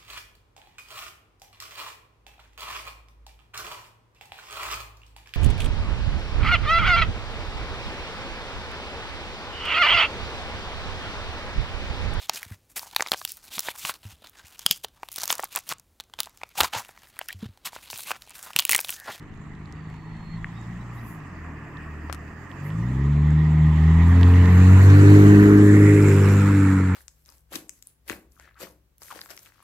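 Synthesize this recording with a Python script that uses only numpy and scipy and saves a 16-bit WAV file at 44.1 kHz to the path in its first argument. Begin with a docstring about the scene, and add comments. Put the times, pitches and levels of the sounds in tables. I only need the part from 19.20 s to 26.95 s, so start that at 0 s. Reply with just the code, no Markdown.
"""Coupe pulling away across a lot

A V6 coupe with a loud exhaust rolls over a paved lot, eases off, then accelerates past and away.
Firing orders are summed cosines; uneven firings ring the silencer and tailpipe; tyre roar is banded noise.
Grit and pinched stones ring briefly, a bird whistles gliding notes, fingers tap the microphone's case.
A gear whine, airy puffs and a low breeze complete the scene."""
import sys
import numpy as np
from scipy import signal
from scipy.io import wavfile
from scipy.ndimage import uniform_filter1d, map_coordinates

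SR = 44100
rng = np.random.default_rng(int(sys.argv[2]) if len(sys.argv) > 2 else 0)


def generate_wav(sig):
    """Save sig (samples, or channels by samples) to the path in sys.argv[1] as 16-bit PCM at SR."""
    pcm = np.round(np.clip(np.atleast_2d(sig).T, -1, 1) * 32767).astype(np.int16)
    wavfile.write(sys.argv[1], SR, pcm)


N = 341775
TIME = np.arange(N) / SR

# Tyres and engine bay swell as the car nears.
# Each row: time in seconds, roar level in dB, hiss level in dB, both before the users' trims.
ROAR_LEVELS = [(0, -52, -71.5), (1.45, -48, -64), (2.3, -45, -69), (3.15, -47, -68.5), (3.6, -44, -61.5),
               (4.36, -40, -57), (5.3, -31.5, -48), (5.95, -29, -42), (6.35, -29, -46.5), (7.0, -31, -43.8),
               (7.45, -31.5, -48.5), (7.75, -34, -55)]
# The side of the car that faces the microphone.
# Each row: time in seconds, side (0 far, 1 front, 2 flank, 3 rear), gain above 8500 Hz in dB.
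FACING_SIDE = [(0, 1.5, -9), (3.0, 0, -6), (3.9, 1, -6), (4.8, 1, -3), (5.6, 2, 1), (6.2, 2, 3.5),
               (6.7, 3, -4), (7.15, 3.5, -3.5), (7.75, 2.5, -5)]


def from_db(db):
    """Decibels to amplitude ratio: 20 dB is a factor of ten."""
    return 10 ** (np.asarray(db) / 20)


def rms_one(x):
    """Normalise the mean power to 1."""
    return x / np.sqrt(np.mean(x ** 2) + 1e-20)


def in_time(rows, t=TIME):
    """Linear interpolation in time of each column of a curve table."""
    s, *columns = np.transpose(rows)
    return [np.interp(t, s, c) for c in columns]


def at_hz(points, hz):
    """Read a spectrum on a logarithmic frequency axis, as pitch is heard."""
    point_hz, db = np.transpose(points)
    return np.interp(np.log(hz), np.log(point_hz), db)


def drift(rate_hz):
    """Low-passed noise: a smooth random curve of rms 1 that changes about rate_hz times a second."""
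    # made at 1/40 of the sample rate, then interpolated
    r = np.exp(-80 * np.pi * rate_hz / SR)
    noise = rng.standard_normal(N // 40 + 2002)
    slow = signal.lfilter([1], [1, -2 * r, r * r], noise)[2000:]
    return np.interp(np.arange(N) / 40, np.arange(len(slow)), rms_one(slow))


def bump(s, width_s):
    """Gaussian bell in time, of height 1 and standard deviation width_s."""
    return np.exp(-.5 * np.minimum(((TIME - s) / width_s) ** 2, 100))


def cut(x, hz, kind, order=2):
    """Butterworth filter: maximally flat in its pass band."""
    sos = signal.butter(order, np.clip(hz, 10, .45 * SR), kind, fs=SR, output="sos")
    return signal.sosfilt(sos, x + 1e-18)


def resonate(x, hz, width_hz):
    """Damped resonator: a pole pair whose radius sets the bandwidth, with gain 1 at the peak."""
    r = np.exp(-np.pi * width_hz / SR)
    zeros = np.array([1, 0, -1]) * (1 - r * r) / 2
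    poles = [1, -2 * r * np.cos(2 * np.pi * hz / SR), r * r]
    return signal.lfilter(zeros, poles, x + 1e-18)


def panned(x, pan_db):
    """Level-difference stereo: left minus right is pan_db."""
    return x * from_db(np.array([[.5], [-.5]]) * pan_db)


def delayed(x, lag_s):
    """Propagation delay, constant or varying, by cubic interpolation between samples."""
    return map_coordinates(x, [(TIME - lag_s) * SR], order=3, mode="nearest")


def whistle(rows, waver):
    """Frequency modulation: phase integrates an unsteady pitch; rows give seconds, Hz, dB."""
    hz, db = in_time(rows)
    inside = (TIME > rows[0][0]) & (TIME < rows[-1][0])
    sounding = uniform_filter1d(1.0 * inside, size=300)   # soft edges
    phase_turns = np.cumsum(hz * (1 + waver * drift(90))) / SR
    return sounding * from_db(db) * np.sin(2 * np.pi * phase_turns)


def engine_speed():
    """Rotational inertia: the flywheel smooths the firing rate, in firings per second."""
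    # Rolling, easing off, pulling away, levelling out.
    # Each row: time in seconds, firing rate in firings per second before smoothing.
    speed = [(0.0, 50.71), (0.19, 50.02), (1.19, 54.42), (1.64, 60.3), (1.92, 57.31), (2.12, 42),
             (2.35, 38.4), (3.06, 37.7), (3.45, 48.18), (3.85, 71.05), (4.18, 77.24), (4.6, 77.42),
             (4.95, 87.65), (5.35, 90.07), (5.91, 101.06), (6.37, 102.35), (6.86, 101.73), (6.95, 97.77),
             (7.27, 99.71), (7.75, 91.75)]
    return uniform_filter1d(in_time(speed)[0], size=6200)


def rasp():
    """Attack-hold-release envelope, 0 to 1, of the open tailpipes rasping under load."""
    start_s, attack_s, hold_s, release_s = 5.48, 0.46, 0.93, 0.94
    return np.interp(TIME, np.cumsum([start_s, attack_s, hold_s, release_s]), [0, 1, 1, 0])


def exhaust_note(turns, firing_hz, near_flutter_db=1.03, far_flutter_db=2.5, weak_flutter_db=1.5,
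                 weak_db=-3.0, wander_turns=0.094, dispersion=0.0637):
    """Fourier synthesis: orders of the firing rate, filtered by pipe resonance and spread by dispersion."""
    # Strength at the microphone, set by throttle and nearness. Each row: time in seconds, level in dB.
    strength = [(0.0, -48), (0.4, -47.5), (1.55, -40), (2.0, -46.83), (2.3, -45), (3.3, -49), (3.6, -30.5),
                (3.87, -26.5), (4.6, -25), (5.05, -12), (5.8, -8), (6.25, -9.5), (7.0, -11.5), (7.5, -15),
                (7.75, -19.5)]
    # The pipes favour some pitches, so an order swells as it climbs. Each row: frequency in Hz, gain in dB.
    pipe_response = [(35.0, -5), (55.0, -9.5), (78.0, 6.5), (100.0, -3.5), (120.0, 2), (155.0, 8.5),
                     (200.0, -1.9), (235.0, -4.5), (290.0, -7.5), (350.0, -13), (440.0, -25.5),
                     (620.0, -56.33)]
    # Unequal cylinder banks give the half orders. 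Each row: multiple of the firing rate, level in dB,
    # added gain in dB once the car is alongside, added gain in dB in the rasp.
    orders = [(0.5, -18, -9, 9), (1.0, 0.0, 0.5, -0.5), (1.5, -15, -6, 4.5), (2.0, 0.37, -9.5, 7),
              (2.5, -15, -6, -2), (3.0, -4, -5, 13), (3.5, -17.5, -11.5, 25), (4.0, -5.5, -12, 29),
              (4.5, -15.5, 0.5, 21), (5.0, -6, 10, 5), (5.5, -10, 3.5, 21), (6.0, -5, 9.5, 14.4)]
    # As the car moves, a reflection briefly cancels an order, or lifts it if the depth is negative.
    # Each row: time in seconds, multiple of the firing rate, bell width in seconds, depth in dB.
    fades = [(.45, 1.5, 0.18, -14), (1.8, 3, 0.067, 19), (1.98, 2, 0.033, 1), (2.5, 2, 0.042, 18),
             (4.27, 1, 0.089, 6), (4.95, 1, 0.029, 0.5), (5.06, 2, 0.16, 10.5), (5.28, 1, 0.063, 4),
             (5.33, 3, 0.036, 8), (5.59, 1, 0.028, 1), (5.631, 3, 0.039, 11), (5.79, 2, 0.15, 14),
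             (5.9, 1, 0.17, -3), (6.3, 1, 0.092, 4), (6.36, 1.5, 0.2, 9.5), (6.82, 2, 0.27, 10),
             (7.06, 3, 0.15, 12), (7.1, 5, 0.24, -7), (7.5, 3, 0.16, -7)]
    strength_db, rasping = in_time(strength)[0], rasp()
    alongside = np.interp(TIME, [4.42, 5.26], [0, 1])   # the body stops screening the tailpipes
    # the faint, distant note is less steady
    flutter_db = np.interp(strength_db, [-40, -27], [far_flutter_db, near_flutter_db])
    out = 0
    for multiple, db, alongside_db, rasp_db in orders:
        strong = multiple in (1, 2, 3)
        level = strength_db + db + at_hz(pipe_response, multiple * firing_hz)
        level += alongside * alongside_db + rasping * rasp_db
        level -= sum(depth * bump(s, width) for s, faded, width, depth in fades if faded == multiple)
        if strong:
            level += flutter_db * drift(3.9)
            wander = 0
        else:   # weak orders flutter faster and do not keep step
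            level += weak_db + weak_flutter_db * drift(5.4)
            wander = rng.random() + wander_turns * drift(6)
        # the pipe delays high orders more than low ones, which spreads each pulse
        phase_turns = multiple * turns + wander - dispersion * multiple ** 2
        out = out + from_db(level) * np.sqrt(2) * np.cos(2 * np.pi * phase_turns)
    return out


def burble(turns, rough=0.99, spread_db=-13, far_direct=0.23, near_direct=1.42):
    """Source and filter: uneven firing pulses and gas-flow noise excite silencer and tailpipe modes."""
    # Resonances of the two pipes. Each row: frequency in Hz, width in Hz, gain in dB.
    silencer = [(83, 61, 2.5), (141, 124, -6.5), (203, 62, 4)]
    tailpipe = [(259, 170, -0.5), (318.4, 99, 2), (412.6, 85, -5.5)]
    # Excess strength of each cylinder in firing order, a signed ratio.
    cylinders = [0.9, -0.22, -0.56, 0.12, .5, -0.31]
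    # Boom under throttle and bark. Each row: time in seconds, silencer level in dB, tailpipe level in dB.
    levels = [(0, -46.5, -50.5), (1.45, -44, -53.5), (2.3, -48.5, -46.5), (3.35, -49.5, -48),
              (3.83, -39.5, -41), (4.55, -43, -40), (4.9, -31, -38), (5.45, -31, -31.5), (5.9, -34, -24.5),
              (6.4, -38, -23.5), (6.9, -55, -28), (7.75, -67, -35)]
    firings = np.flatnonzero(np.diff(np.floor(turns)))
    count = len(firings)
    sharpness = np.interp(in_time(FACING_SIDE)[0], [0, 3], [far_direct, near_direct])
    out = 0
    for pipe, db in zip((silencer, tailpipe), in_time(levels)):
        pulses = np.zeros(N)
        excess = np.resize(cylinders, count) + rough * rng.standard_normal(count)
        pulses[firings] = excess * np.sqrt(np.gradient(firings))   # equal power at any firing rate
        drive = rng.standard_normal((2, N))
        # from afar the pulses blur into a rumble
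        drive[0] = (drive[0] + sharpness * rms_one(pulses)) / np.hypot(1, sharpness)
        ringing = 0
        for k, (hz, width_hz, gain_db) in enumerate(pipe):
            mode = resonate(resonate(drive, hz, width_hz), hz, width_hz)
            ringing = ringing + from_db(gain_db) * mode * (-1) ** k   # neighbours in opposite phase
        direct, scattered = ringing
        spread = from_db(spread_db) * rms_one(scattered) * [[1], [-1]]
        out = out + from_db(db) * (rms_one(direct) + spread)
    return out


def roar(turns, patchy_db=2.02, throb=0.18, peak_octaves=0.086, roar_trim_db=-1.25, hiss_trim_db=-1.0,
         bay_hz=1870, bay_width_hz=110, bay_gain=1.13, jet_hz=7400, jet_width_hz=450, jet_gain=1.0):
    """Band-wise noise synthesis: directivity colours tyre and gas noise, firings modulate it from behind."""
    # Colour of the noise from each side of the car. Each row: frequency in Hz, density in dB per Hz.
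    far = [(260, -37), (450, -15), (681, -4.5), (814, -8.5), (1130, 1.5), (1490, -7), (1810, 0),
           (2160, -16.5), (2550, -9.5), (4030, -58), (4400, -19), (5340, -30), (7390, -25), (9230, -38),
           (15500, -28)]
    front = [(260, -32), (450, -22), (522, -9.5), (876, 2), (1110, 2.5), (1580, -10), (1860, 1.5),
             (2130, -7.5), (3970, -24), (4600, -31), (6370, -33.5), (7070, -28), (9370, -44.5),
             (11200, -34.5), (15500, -40.5)]
    flank = [(350, -27), (600, -15.5), (634, -7.5), (716, -5.5), (843, -8), (915, -4), (1810, -4.5),
             (3200, -19.5), (4140, -13), (5080, -26), (5900, -17), (7640, -16), (9120, -32.5),
             (12000, -21.5), (15500, -36)]
    rear = [(380, -7), (650, -11), (918, 4), (1150, 2), (1400, 3), (1710, 3), (2480, -3.5), (2950, -26),
            (4890, -40.5), (5580, -30), (6370, -38.5), (7370, -22.5), (8640, -38), (11100, -28.5),
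            (15500, -52)]
    # The road reflection lifts one band and cancels its neighbours (reversed if negative); all climb as
    # the car recedes. Each row: time in seconds, lifted frequency in Hz, depth in dB.
    road_peak = [(6.1, 1580, 1.5), (6.4, 1620, 6.5), (6.65, 1949, 8), (6.9, 2230, 2), (7.3, 2700, -6)]
    # Likeness of left and right. Each row: frequency in Hz, correlation as a ratio.
    likeness = [(450, 0.5), (1000, 0.91), (2000, 0.48), (4000, 0.11), (8000, 0.12)]
    edges = np.geomspace(450, 16000, num=29)
    centres = np.sqrt(edges[1:] * edges[:-1])
    t = TIME[::200]
    view, top_db = in_time(FACING_SIDE, t)
    peak_hz, peak_db = in_time(road_peak, t)
    roar_db, hiss_db = in_time(ROAR_LEVELS, t)

    colour = 0
    for k, side_colour in enumerate((far, front, flank, rear)):
        shown = np.clip(1 - abs(view - k), 0, 1)
        colour = colour + np.outer(at_hz(side_colour, centres), shown)

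    def near(hz):
        return np.exp(-.5 * (np.log2(centres[:, None] / hz) / peak_octaves) ** 2)

    comb = near(peak_hz) - near(peak_hz / 2) - near(1.5 * peak_hz)
    colour += peak_db * (t > road_peak[0][0]) * comb
    colour[centres > 8500] += top_db
    gains = from_db(colour) * np.sqrt(np.diff(edges))[:, None]
    low = centres < 3000
    # roar and hiss each keep their own total power
    for part, db in ((low, roar_db + roar_trim_db), (~low, hiss_db + hiss_trim_db)):
        gains[part] *= from_db(db) / np.linalg.norm(gains[part], axis=0)

    white, out = rng.standard_normal((2, 2, N)), 0
    for k, hz in enumerate(centres):
        mid, side = rms_one(cut(white[k % 2], edges[k:k + 2], "band"))
        alike = np.clip(at_hz(likeness, hz), 0, 1)
        side_gain = np.sqrt((1 - alike) / (1 + alike))
        gain = np.interp(TIME, t, gains[k]) * from_db(patchy_db * drift(15.8))
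        out = out + gain * (mid + side_gain * side * [[1], [-1]])
    behind = in_time(FACING_SIDE)[0] / 3
    # the engine bay sings towards the front, the exhaust jet towards the rear
    bay = bay_gain * (1 - behind) * resonate(out, bay_hz, bay_width_hz)
    jet = jet_gain * behind * resonate(out, jet_hz, jet_width_hz)
    return (out + bay + jet) * (1 + throb * behind * np.cos(2 * np.pi * turns))


def grit(per_s=220, size_db=8.0, level_db=-7, tilt_db=-9.0):
    """Random impulse process: grains crack under the treads and each rings for a few cycles."""
    sizes = from_db(size_db * np.minimum(rng.exponential(1, N), 5))
    cracks = sizes * rng.choice([-1, 1], N) * (rng.random(N) < per_s / SR)
    pitches = np.geomspace(1400, 11000, num=10)
    dealt = rng.integers(0, len(pitches), N)   # each grain takes one pitch
    rings = 0
    for k, hz in enumerate(pitches):
        ring = panned(resonate(cracks * (dealt == k), hz, hz / 4), rng.normal(0, 4))
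        rings = rings + ring * from_db(tilt_db * np.log2(hz / 1400)) / np.sqrt(hz)
    return from_db(in_time(ROAR_LEVELS)[1] + level_db) * rms_one(rings)   # follows the hiss


def breeze(level_db=-56.0, draught_db=-48, corner_hz=50):
    """Turbulent pressure: low-passed noise at the ports, weakest with the car far off, and one buffet."""
    shared, own = rms_one(cut(rng.standard_normal((2, N)), corner_hz, "low", order=3))
    db = np.interp(in_time(FACING_SIDE)[0], [0, 1], [level_db, draught_db])
    db = db + 14.5 * bump(4.83, width_s=.05)   # the soft buffet, in dB
    return from_db(db + 2.7 * drift(3.0)) * (shared + .25 * own * [[1], [-1]])


def stones(attack_per_cycle=2.4):
    """Damped free vibration: a stone pinched by a tyre snaps out and rings as a decaying sine."""
    # Each row: start in seconds, level in dB before attack, decay and a 3 dB lift, frequency in Hz,
    # time to decay by 60 dB in seconds, left minus right in dB.
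    pops = [(.176, -53, 6500, .004, -3), (.4575, -43.5, 4200, .005, -9), (0.525, -24, 5500, 0.0007, -9),
            (1.16, -50, 3980, 0.0073, -2), (1.2443, -15, 1840, 0.0068, 2), (1.2695, -36, 2050, 0.0063, 0),
            (1.414, -47, 7200, .004, -8), (2.5714, -38, 3580, 0.0025, 16), (3.3155, -35, 3100, 0.0041, -8),
            (3.5035, -35, 3002, .005, -2), (4.106, -36.5, 7010, .002, -2), (4.884, -33, 9000, 0.0009, -2),
            (5.0317, -7.5, 3140, 0.0016, -8), (5.1383, -29.5, 2800, .008, -4), (5.296, -33, 4500, .001, -4)]
    out = np.zeros((2, N))
    for s, db, hz, t60, pan_db in pops:
        age = np.maximum(TIME - s, 0)
        attack = (1 - np.exp(-attack_per_cycle * hz * age)) ** 2
        decay = from_db(db + 3 - np.minimum(60 * age / t60, 200))
        out += panned(decay * attack * np.sin(2 * np.pi * hz * age), pan_db)
    return out


def lot(x):
    """Discrete reflection: dulled echoes off the walls reach each ear at slightly different times."""
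    # Each row: delay in seconds before a small random addition, level in dB before the final mix.
    walls = [(0.045, -14.5), (0.082, -11), (.131, -12), (0.211, -18)]
    out = np.zeros((2, N))
    for ear, side in enumerate(cut(x, 4000, "low")):
        for s, db in walls:
            out[ear] += from_db(db) * delayed(side, s + rng.uniform(0, 0.0019))
    return out


def bird(trill_hz=58, clear_db=-62, trill_range_db=10, fade_db=17):
    """Frequency and amplitude modulation: a note glides as it swells, trilled when soft, clear when loud."""
    # Each row: start in seconds, swell in seconds, swell in dB, fade in seconds, starting frequency in Hz,
    # final frequency in Hz, level in dB at the end of the swell.
    notes = [(.55, .6, 17, 0.04, 4620, 4250, -54), (1.343, 0.031, 10, 0.074, 3420, 3740, -56),
             (1.595, .022, 8, .015, 3680, 3920, -59), (1.772, .018, 6, .015, 3720, 3850, -60)]
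    out = 0
    for s, swell_s, swell_db, fade_s, from_hz, to_hz, db in notes:
        u = np.linspace(0, 1, num=6)
        glide_hz = to_hz + (from_hz - to_hz) * (1 - u) ** 2
        rise_db = db - swell_db * (1 - u ** 3)
        note = [*zip(s + u * swell_s, glide_hz, rise_db), (s + swell_s + fade_s, to_hz, db - fade_db)]
        depth = np.clip((clear_db - in_time(note)[1]) / trill_range_db, 0, 1)
        trill = 1 + depth * np.sin(2 * np.pi * trill_hz * TIME + drift(10))
        out = out + whistle(note, waver=0.0071) * trill
    return panned(out, -5)


def puffs(centre_hz=12300, width_hz=2600):
    """Resonance-filtered noise: high, airy hiss swells and dies under Gaussian envelopes."""
    # Each row: centre in seconds, bell width in seconds, level at the centre in dB.
    swells = [(1.77, .025, -63), (1.895, 0.045, -55), (3.47, 0.022, -56.5)]
    hiss = resonate(rng.standard_normal((2, N)), centre_hz, width_hz)
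    air = rms_one(cut(hiss, 5000, "high"))
    return air * sum(from_db(db) * bump(s, width) for s, width, db in swells)


def taps(case_hz=1200, case_db=8, thud_hz=450, thud_db=3, rub_db=-26, rub_s=0.0071):
    """Impulse response: a finger's click and brief rub excite two resonances of the case."""
    # Each row: start in seconds, peak in dB before panning, low-pass corner in Hz, left minus right in dB.
    touches = [(2.898, -21.5, 1550, 13), (2.928, -32, 6970, 9), (2.9271, -18, 10900, 19),
               (2.947, -26, 12000, 13)]
    out = np.zeros((2, N))
    for s, db, bright_hz, pan_db in touches:
        click = np.zeros(N)
        click[round(s * SR)] = 1
        rub_decay = (TIME > s) * np.exp(-np.minimum(abs(TIME - s) / rub_s, 20))
        click += from_db(rub_db) * rng.standard_normal(N) * rub_decay
        case = from_db(case_db) * resonate(click, case_hz, 550)
        thud = from_db(thud_db) * resonate(click, thud_hz, 640)
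        knock = cut(click + case + thud, bright_hz, "low")
        out += panned(from_db(db) * knock / abs(knock).max(), pan_db)
    return out


def gear_whine():
    """Tonal radiation: the gears give one faint, unsteady tone of rising pitch."""
    # Each row: time in seconds, frequency in Hz, level in dB.
    whine = [(2.9, 502, -76), (3.1, 517, -63), (3.4, 540, -57.5), (3.7, 556, -54), (3.95, 570, -83)]
    return whistle(whine, waver=0.0082)


def scene():
    """Superposition: one engine phase drives note, burble and roar; the tyres stay a little to the right."""
    # Each row: time in seconds, left minus right of the rolling noise in dB, before the treble shading.
    pan = [(0, -2.5), (2.7, -1.5), (3.2, -4.5), (4.9, -4), (5.5, -1.4), (7.75, -2)]
    firing_hz = engine_speed()
    turns = np.cumsum(firing_hz) / SR   # one turn per firing
    exhaust = exhaust_note(turns, firing_hz) + burble(turns)
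    rolling = panned(roar(turns) + grit(), in_time(pan)[0])
    treble = cut(rolling, 4000, "high", order=1)
    rolling = rolling - treble + panned(treble, -3.5)   # the case shades the left port from the treble
    left, right = exhaust + rolling + gear_whine()
    # at its closest the car reaches the left ear late, by up to 0.21 ms
    car = np.array([delayed(left, 0.00021 * bump(6.03, width_s=0.45)), right])
    small = stones() + bird()
    return car + small + from_db(-8.0) * lot(small) + taps() + puffs() + breeze()


def record(dry):
    """Band limiting and soft saturation: deepest bass lost, highest peaks rounded, top cut at 15650 Hz."""
    x = cut(dry, 17, "high")
    x = x / (1 + (x / .9) ** 8) ** (1 / 8)
    return signal.sosfilt(signal.ellip(10, .1, 90, 15650, fs=SR, output="sos"), x)


dry = scene()
out = record(dry)
generate_wav(out)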